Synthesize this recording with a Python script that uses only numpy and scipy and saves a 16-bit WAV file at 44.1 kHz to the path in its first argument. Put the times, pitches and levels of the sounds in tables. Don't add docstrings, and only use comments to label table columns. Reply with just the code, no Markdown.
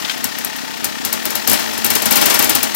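import sys
import numpy as np
from scipy import signal
from scipy.fft import rfft, irfft
from scipy.io import wavfile

SR = 44100
rng = np.random.default_rng(int(sys.argv[2]) if len(sys.argv) > 2 else 0)


def amplitude_ratio(level_db):
    exponent = np.asarray(level_db, float) / 20
    return 10 ** exponent


def persist_wave(psi):
    counts = np.round(np.clip(psi, -1, 1) * 32767).astype(np.int16)
    wavfile.write(sys.argv[1], SR, np.atleast_2d(counts).T)


N = 121275

# start_s [s], crack_peak_db [dB], thump_db [dB re usual], roar_db [dB re usual]
IDLE_FIRINGS = [(0.1786, -28, 3, 1), (0.2422, -7, 13, -1.5), (0.386, -17, 4, 1), (0.4472, -11, -7, -3.5),
                (0.5631, -25, 2, 9.5), (0.6834, -43, -5, -12), (0.7761, -27, -10, -23),
                (0.844, -5.5, -12, -1.5), (1.05, -7.5, 14, 1.5), (1.1277, -7.5, 6, 1),
                (1.254, -10.5, 18, 3.5), (1.305, -15.5, -2, 2.5), (1.3535, -8, 3, 1.5),
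                (1.475, -2, 14, 0.5), (1.497, -2.5, 18.5, -7.5), (1.5146, -7, 16, 1.5),
                (1.5311, -4, 7, -3.5), (1.5927, -21, 5, 12), (1.7339, -25, 7, 13.5),
                (1.7778, -15.5, 27, 3.5)]
IDLE_TURNS = [6, 2, 5, 2, 4, 4, 3, 2, 7, 3, 5, 2, 2, 5, 1, 1, 1, 4, 8, 2]
# start_s [s], crack_peak_db [dB], thump_db [dB re usual], roar_db [dB re usual]
REV_FIRINGS = [(1.845, -5.5, 7, 2), (1.8622, -12.5, -15, -2), (1.9022, -6, 13, 3.5),
               (1.9365, -21, 12.5, -2), (1.952, -7, -3, 5.5), (2.0203, -13.5, 5, 7.5), (2.0568, -8, 20, 6),
               (2.1085, -7.5, 15, 8.5), (2.1235, -8, 14.5, -2.5), (2.1563, -6.5, 8, 5.5),
               (2.1696, -9, -5, -0.5), (2.2131, -8.5, -21, 10.5), (2.2568, -3.5, 10, 3),
               (2.2988, -8, -16, 9), (2.3428, -6.5, -17, 5.5), (2.391, -4.5, -7, 5), (2.4243, -9.5, -3, 2),
               (2.4436, -8, 1, -3), (2.4945, -3.5, -18, 3), (2.551, -5, -6, 3.5), (2.6294, -6, -17, 3),
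               (2.7464, -12, 0, 10)]
REV_TURNS = [3, 1, 2, 2, 1, 4, 2, 3, 1, 2, 1, 3, 3, 3, 3, 3, 2, 1, 3, 3, 4, 5]
# time_s [s], level_db [dB]
LOAD = [(0, -25), (.15, -27.5), (.8, -29), (1.05, -28), (1.45, -27), (1.55, -22), (1.8, -26), (2.05, -25),
        (2.3, -21), (2.55, -23.5), (2.75, -25.5)]
# start_s [s], peak_db [dB]
CLUNKS = [
    (0.0485, -14),
    (0.059, -25),
    (0.086, -22),
    (0.0965, -8),
    (0.1114, -23),
    (0.117, -23),
]
# pitch_hz [Hz], level_db [dB], t60_s [s]
GEARBOX = [(1520, -3, .02), (1750, -5, .015), (2200, -6, .012), (2560, -5, .012), (3150, 1, .02),
           (3550, 3, .025), (3900, -3, .012), (4300, -3, .012), (4800, -3, .012), (5300, -3, .012),
           (6000, -6, .01)]
# pitch_hz [Hz], width_hz [Hz], level_db [dB]
PIPE = [(101.6, 23, -11.5), (157, 30, -9), (228, 22.3, 1.5), (253.7, 35.6, 1.5), (329.5, 32, -1.5),
        (359.6, 37, -5.5), (449.5, 15.6, -12), (653, 28, -13), (881, 40, -13)]
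# pitch_hz [Hz], level_db [dB], t60_s [s]
CYLINDER = [(700, -6, .05), (885, -2, .06), (1470, -6, .025), (1800, 1, .028), (1890, 1, .025),
            (2400, -5, .02), (2800, -3, .02), (3350, -4, .02), (4100, -6, .015), (4850, -5, .015),
            (5400, -5, .015)]
# pitch_hz [Hz], level_db [dB], t60_s [s]
SHELL = [(607, -2, .15), (700, -8, .1), (815, -1, .13), (840, -2, .12), (952, -1.5, .1), (1060, -7, .08),
         (1145, -5, .1), (1395, -6, .09), (1790, -9, .06), (2270, -4, .08), (2740, -6, .07),
         (3150, -9, .06), (4140, -7, .07)]
# start_s [s], peak_db [dB]
PINGS = [
    (.2435, -16),
    (1.2535, -20),
    (1.279, -27),
    (1.3045, -21),
]
# pitch_hz [Hz], level_db [dB], t60_s [s]
SHIELD = [(5350, 0, .025), (5600, -5, .02), (6950, -3, .02)]
# pitch_hz [Hz], level_db [dB per Hz]
RATTLE = [(640, -4), (870, -8), (1100, -6.5), (3400, -7.5), (6500, -10), (9000, -19), (16000, -19.5)]
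# pitch_hz [Hz], level_db [dB per Hz]
ROAR = [(210, 3), (270, 3), (480, -4.5), (900, -9), (1400, -8), (5500, -9), (8000, -12.5), (16000, -18.5)]
# pitch_hz [Hz], level_db [dB per Hz]
CRACK = [(1000, -18), (4000, -15.5), (7000, -11), (10000, -8), (12000, -1), (14000, -3.5), (16000, -8.5)]
# pitch_hz [Hz], drop_db [dB]
BALANCE_DB = [(60, 3), (150, 2), (380, 2.5), (950, 5.5), (2380, 11.5), (4400, 14.5), (8000, 14),
              (15000, 18)]
# pitch_hz [Hz], lag_rad [radians]
PORT_PHASE = [(0, -3), (260, -3), (1800, -1.5), (4500, 0.43), (16000, 15)]
# pitch_hz [Hz], likeness [0-1]
LIKENESS = [(100, 0.99), (300, 1), (600, 0.86), (1200, 0.68), (2500, 0.15), (6000, 0.39), (12000, 0.35)]

COAST_SAG = 0.46
THROB_LAG, INTAKE_LAG, SLAP_LEAD = .2, .3, .15
THROB_ROUGH = .27
THROB_DB, THROB_GAP_DB, INTAKE_DB = 1, 2, -1
SLAP_DB, SLAP_BOUNCE_S, SLAP_SPREAD_DB = -1, .0035, 1.1
THROB_PER_LOAD_DB, SLAP_PER_LOAD_DB = -0.79, -0.8
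RATTLE_DB, RATTLE_PULSE_DB, SING_DB = 2.5, 2.3, -10
PUFF_DB, PUFF_T60_S, PUFF_SPREAD_DB = -8.5, 0.067, 3
CRACK_DB, CRACK_RISE_S, CRACK_T60_S = 2.5, .0005, .014
IDLE_HOLD_S, REV_HOLD_S = .0012, .003
CRACK_TAIL_DB, CRACK_TAIL_T60_S, TAIL_FOLLOWS = -15.5, 0.13, 0.54
ECHO_S, ECHO_DB, ECHO_T60_S, ECHO_HZ = 0.0078, -10, 0.017, 5040
POP_DB, POP_HZ, POP_T60_S = -8, 1530, 0.0013
ROAR_DB, ROAR_RISE_S, ROAR_T60_S = -13.5, 0.0049, 0.28
SHELL_DB, SHELL_SING_DB = -27.5, -20
THUMP_DB, BOOM_DB, BOOM_HZ, BOOM_T60_S = -26.5, -30, 105, .12
WHISTLE_DB, WHISTLE_FROM_HZ, WHISTLE_TO_HZ, WHISTLE_S, WHISTLE_LEAD_S = -14, 900, 8800, .021, .0055
CLUNK_DB, CLUNK_SCRAPE_DB = -6.5, -13


def at_hz(points, hz):
    points = np.array(points)
    return np.interp(np.log(hz + 1), np.log(points[:, 0] + 1), points[:, 1])


def rms_one(x):
    return x / np.sqrt(np.mean(x ** 2) + 1e-20)


def coloured(spectrum):
    hz = np.fft.rfftfreq(N, 1 / SR)
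    low_cut = np.minimum(hz / spectrum[0][0], 1) ** 4
    noise = rfft(rng.standard_normal(N))
    return rms_one(irfft(noise * amplitude_ratio(at_hz(spectrum, hz)) * low_cut, N))


def train(s, size):
    out, keep = np.zeros(N), (s >= 0) & (s < N / SR)
    out[(s[keep] * SR).astype(int)] = (size * np.ones(len(s)))[keep]
    return out + 1e-18


def envelope(clicks, rise_s, hold_s, t60):
    t = np.arange(SR // 4) / SR
    release = amplitude_ratio(-60 * np.maximum(t - rise_s - hold_s, 0) / t60)
    shape = np.minimum(t / max(rise_s, 1e-4), 1) * release
    return signal.fftconvolve(clicks, shape)[:N]


def ring(clicks, hz, t60):
    r, w = amplitude_ratio(-60 / (t60 * SR)), 2 * np.pi * hz / SR
    return signal.lfilter([0, np.sin(w)], [1, -2 * r * np.cos(w), r * r], clicks)


def struck(modes, s, size, spread_db):
    luck = rng.standard_normal((len(s), len(modes), 2))
    out = np.zeros(N)
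    for k, (hz, db, t60) in enumerate(modes):
        blow = size * amplitude_ratio(db + spread_db * luck[:, k, 0]) * np.sign(luck[:, k, 1])
        out += ring(train(s, blow), hz, t60)
    return out


def sung(modes):
    noise = rng.standard_normal(N)
    return rms_one(sum((-1) ** k * amplitude_ratio(db) * rms_one(ring(noise, hz, t60))
                       for k, (hz, db, t60) in enumerate(modes)))


def heat_shield():
    s, db = np.transpose(PINGS)
    return struck(SHIELD, s, amplitude_ratio(db), spread_db=2)


def gear_lever():
    at, peak_db = np.transpose(CLUNKS)
    s, db = np.transpose([(start + .0007 * k, peak - 3.2 * abs(k - 2))
                          for start, peak in CLUNKS for k in range(-4, 14)])
    s = s + 0.00055 * rng.standard_normal(len(s))
    clunk = struck(GEARBOX, s, amplitude_ratio(db), spread_db=1.5)
    scrape = envelope(train(at - .002, amplitude_ratio(peak_db)), 0.0029, 0.0024, 0.15)
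    scrape *= coloured([(1300, -6), (3500, -3), (6000, -8), (9000, -12.5), (16000, -19)])
    return amplitude_ratio(CLUNK_DB) * clunk + amplitude_ratio(CLUNK_SCRAPE_DB) * scrape


def crank():
    s = np.r_[0, [row[0] for row in IDLE_FIRINGS + REV_FIRINGS], N / SR + .02]
    turns = np.cumsum([0] + IDLE_TURNS + REV_TURNS + [1])
    t = np.arange(N) / SR
    k = np.searchsorted(s, t, side="right") - 1
    gap = s[k + 1] - s[k]
    u = (t - s[k]) / gap
    return turns[k] + (turns[k + 1] - turns[k]) * (u + COAST_SAG * gap * u * (1 - u))


def pipe(drive):
    return sum((-1) ** k * amplitude_ratio(db) * ring(drive, hz, np.log(1000) / (np.pi * width))
               for k, (hz, width, db) in enumerate(PIPE))


def pipe_throb(angle, s):
    period = np.gradient(s)
    exhaust = train(s + THROB_LAG * period, amplitude_ratio(1.5 * rng.standard_normal(len(s))))
    intake = train(s + (THROB_LAG + INTAKE_LAG) * period, amplitude_ratio(INTAKE_DB))
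    smooth = rms_one(pipe(exhaust - intake))
    rough = rms_one(pipe(rng.standard_normal(N)))
    throb = rms_one((1 - THROB_ROUGH) * smooth + THROB_ROUGH * rough)
    return throb * amplitude_ratio(-THROB_GAP_DB * np.cos(2 * np.pi * angle))


def piston_slap(angle):
    s = np.flatnonzero(np.diff(np.floor(angle + SLAP_LEAD)) > 0) / SR
    s = np.r_[s, s + SLAP_BOUNCE_S]
    size = amplitude_ratio(SLAP_SPREAD_DB * rng.standard_normal(len(s)))
    return rms_one(struck(CYLINDER, s, size, spread_db=SLAP_SPREAD_DB))


def rattle(angle):
    pulse = amplitude_ratio(RATTLE_PULSE_DB * np.cos(2 * np.pi * (angle + 0.077)))
    return pulse * (coloured(RATTLE) + amplitude_ratio(SING_DB) * sung(CYLINDER))


def gas_puff(s):
    clicks = train(s, amplitude_ratio(PUFF_SPREAD_DB * rng.standard_normal(len(s))))
    return rms_one(envelope(clicks, 0.0017, 0.0045, PUFF_T60_S) * coloured(CRACK))


def turning(load_db):
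    angle = crank()
    s = np.flatnonzero(np.diff(np.floor(angle), prepend=-1) > 0) / SR
    effort_db = load_db - load_db.min()
    throb = amplitude_ratio(THROB_DB + THROB_PER_LOAD_DB * effort_db) * pipe_throb(angle, s)
    slap = amplitude_ratio(SLAP_DB + SLAP_PER_LOAD_DB * effort_db) * piston_slap(angle)
    return amplitude_ratio(load_db) * (throb + slap + amplitude_ratio(RATTLE_DB) * rattle(angle) + amplitude_ratio(PUFF_DB) * gas_puff(s))


def whistle(s, db):
    t = np.arange(int(WHISTLE_S * SR)) / SR
    pitch_hz = WHISTLE_FROM_HZ + (WHISTLE_TO_HZ - WHISTLE_FROM_HZ) * np.sqrt(t / WHISTLE_S)
    glide = np.sin(2 * np.pi * np.cumsum(pitch_hz) / SR) * np.sin(np.pi * t / WHISTLE_S)
    return amplitude_ratio(WHISTLE_DB) * signal.fftconvolve(train(s - WHISTLE_LEAD_S, amplitude_ratio(db)), glide)[:N]


def thump(s, db, thump_db):
    kick = amplitude_ratio(THUMP_DB) * pipe(train(s + 0.002, amplitude_ratio(db + thump_db)))
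    boom = ring(ring(train(s, amplitude_ratio(db)), BOOM_HZ, BOOM_T60_S), BOOM_HZ, BOOM_T60_S / 2)
    return kick + amplitude_ratio(BOOM_DB) * boom * BOOM_HZ / SR * 10


def roar(s, db):
    burn = envelope(train(s, amplitude_ratio(db)), ROAR_RISE_S, 0.00079, ROAR_T60_S)
    rush = burn * (amplitude_ratio(ROAR_DB) * coloured(ROAR) + amplitude_ratio(SHELL_SING_DB) * sung(SHELL))
    return rush + amplitude_ratio(SHELL_DB) * struck(SHELL, s + 0.002755, amplitude_ratio(db), spread_db=3.5)


def crack(s, db, tail_db):
    idling = s < REV_FIRINGS[0][0]
    gate = amplitude_ratio(CRACK_TAIL_DB) * envelope(train(s, amplitude_ratio(tail_db)), 0.005, 0.0018, CRACK_TAIL_T60_S)
    for these, hold_s in [(idling, IDLE_HOLD_S), (~idling, REV_HOLD_S)]:
        gate += envelope(train(s - .0005, amplitude_ratio(db) * these), CRACK_RISE_S, hold_s, CRACK_T60_S)
    echo = envelope(train(s + ECHO_S, amplitude_ratio(tail_db)), 0.003, 0.001, ECHO_T60_S)
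    echo *= coloured([(ECHO_HZ / 2, -8), (ECHO_HZ, 0), (ECHO_HZ * 2, -9), (16000, -12)])
    pop = ring(train(s - .0006, amplitude_ratio(db)), POP_HZ, POP_T60_S)
    return amplitude_ratio(CRACK_DB) * gate * coloured(CRACK) + amplitude_ratio(ECHO_DB) * echo + amplitude_ratio(POP_DB) * pop


def firings():
    s, db, thump_db, roar_db = np.transpose(IDLE_FIRINGS + REV_FIRINGS)
    bang = whistle(s, db) + crack(s, db, db + TAIL_FOLLOWS * roar_db)
    return bang + thump(s, db, thump_db) + roar(s, db + roar_db)


def engine():
    s, db = np.transpose(LOAD)
    load_db = np.interp(np.arange(N) / SR, s, db)
    return heat_shield() + gear_lever() + turning(load_db) + firings()


def scene():
    left, other = engine(), engine()
    hz = np.fft.rfftfreq(N, 1 / SR)
    alike = np.clip(at_hz(LIKENESS, hz), 0, 1)
    turn = np.exp(-1j * np.interp(hz, *np.transpose(PORT_PHASE)))
    mixed = alike * turn * rfft(left) + np.sqrt(1 - alike ** 2) * rfft(other)
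    right = irfft(amplitude_ratio(-at_hz(BALANCE_DB, hz)) * mixed, N)
    return np.array([left, right])


def band_limit(x):
    return signal.sosfilt(signal.butter(12, 16000, fs=SR, output="sos"), x)


def record(dry):
    ceiling = .86
    first_cut = signal.butter(2, 95, "high", fs=SR, output="sos")
    last_cut = signal.butter(1, 33, "high", fs=SR, output="sos")
    treble_limit = signal.cheby2(14, 30, 16150, fs=SR, output="sos")
    overloaded = np.clip(signal.sosfilt(first_cut, dry), -ceiling, ceiling)
    mix = signal.sosfilt(np.r_[last_cut, treble_limit], overloaded)
    return band_limit(mix)


dry = scene()
out = record(dry)
persist_wave(out)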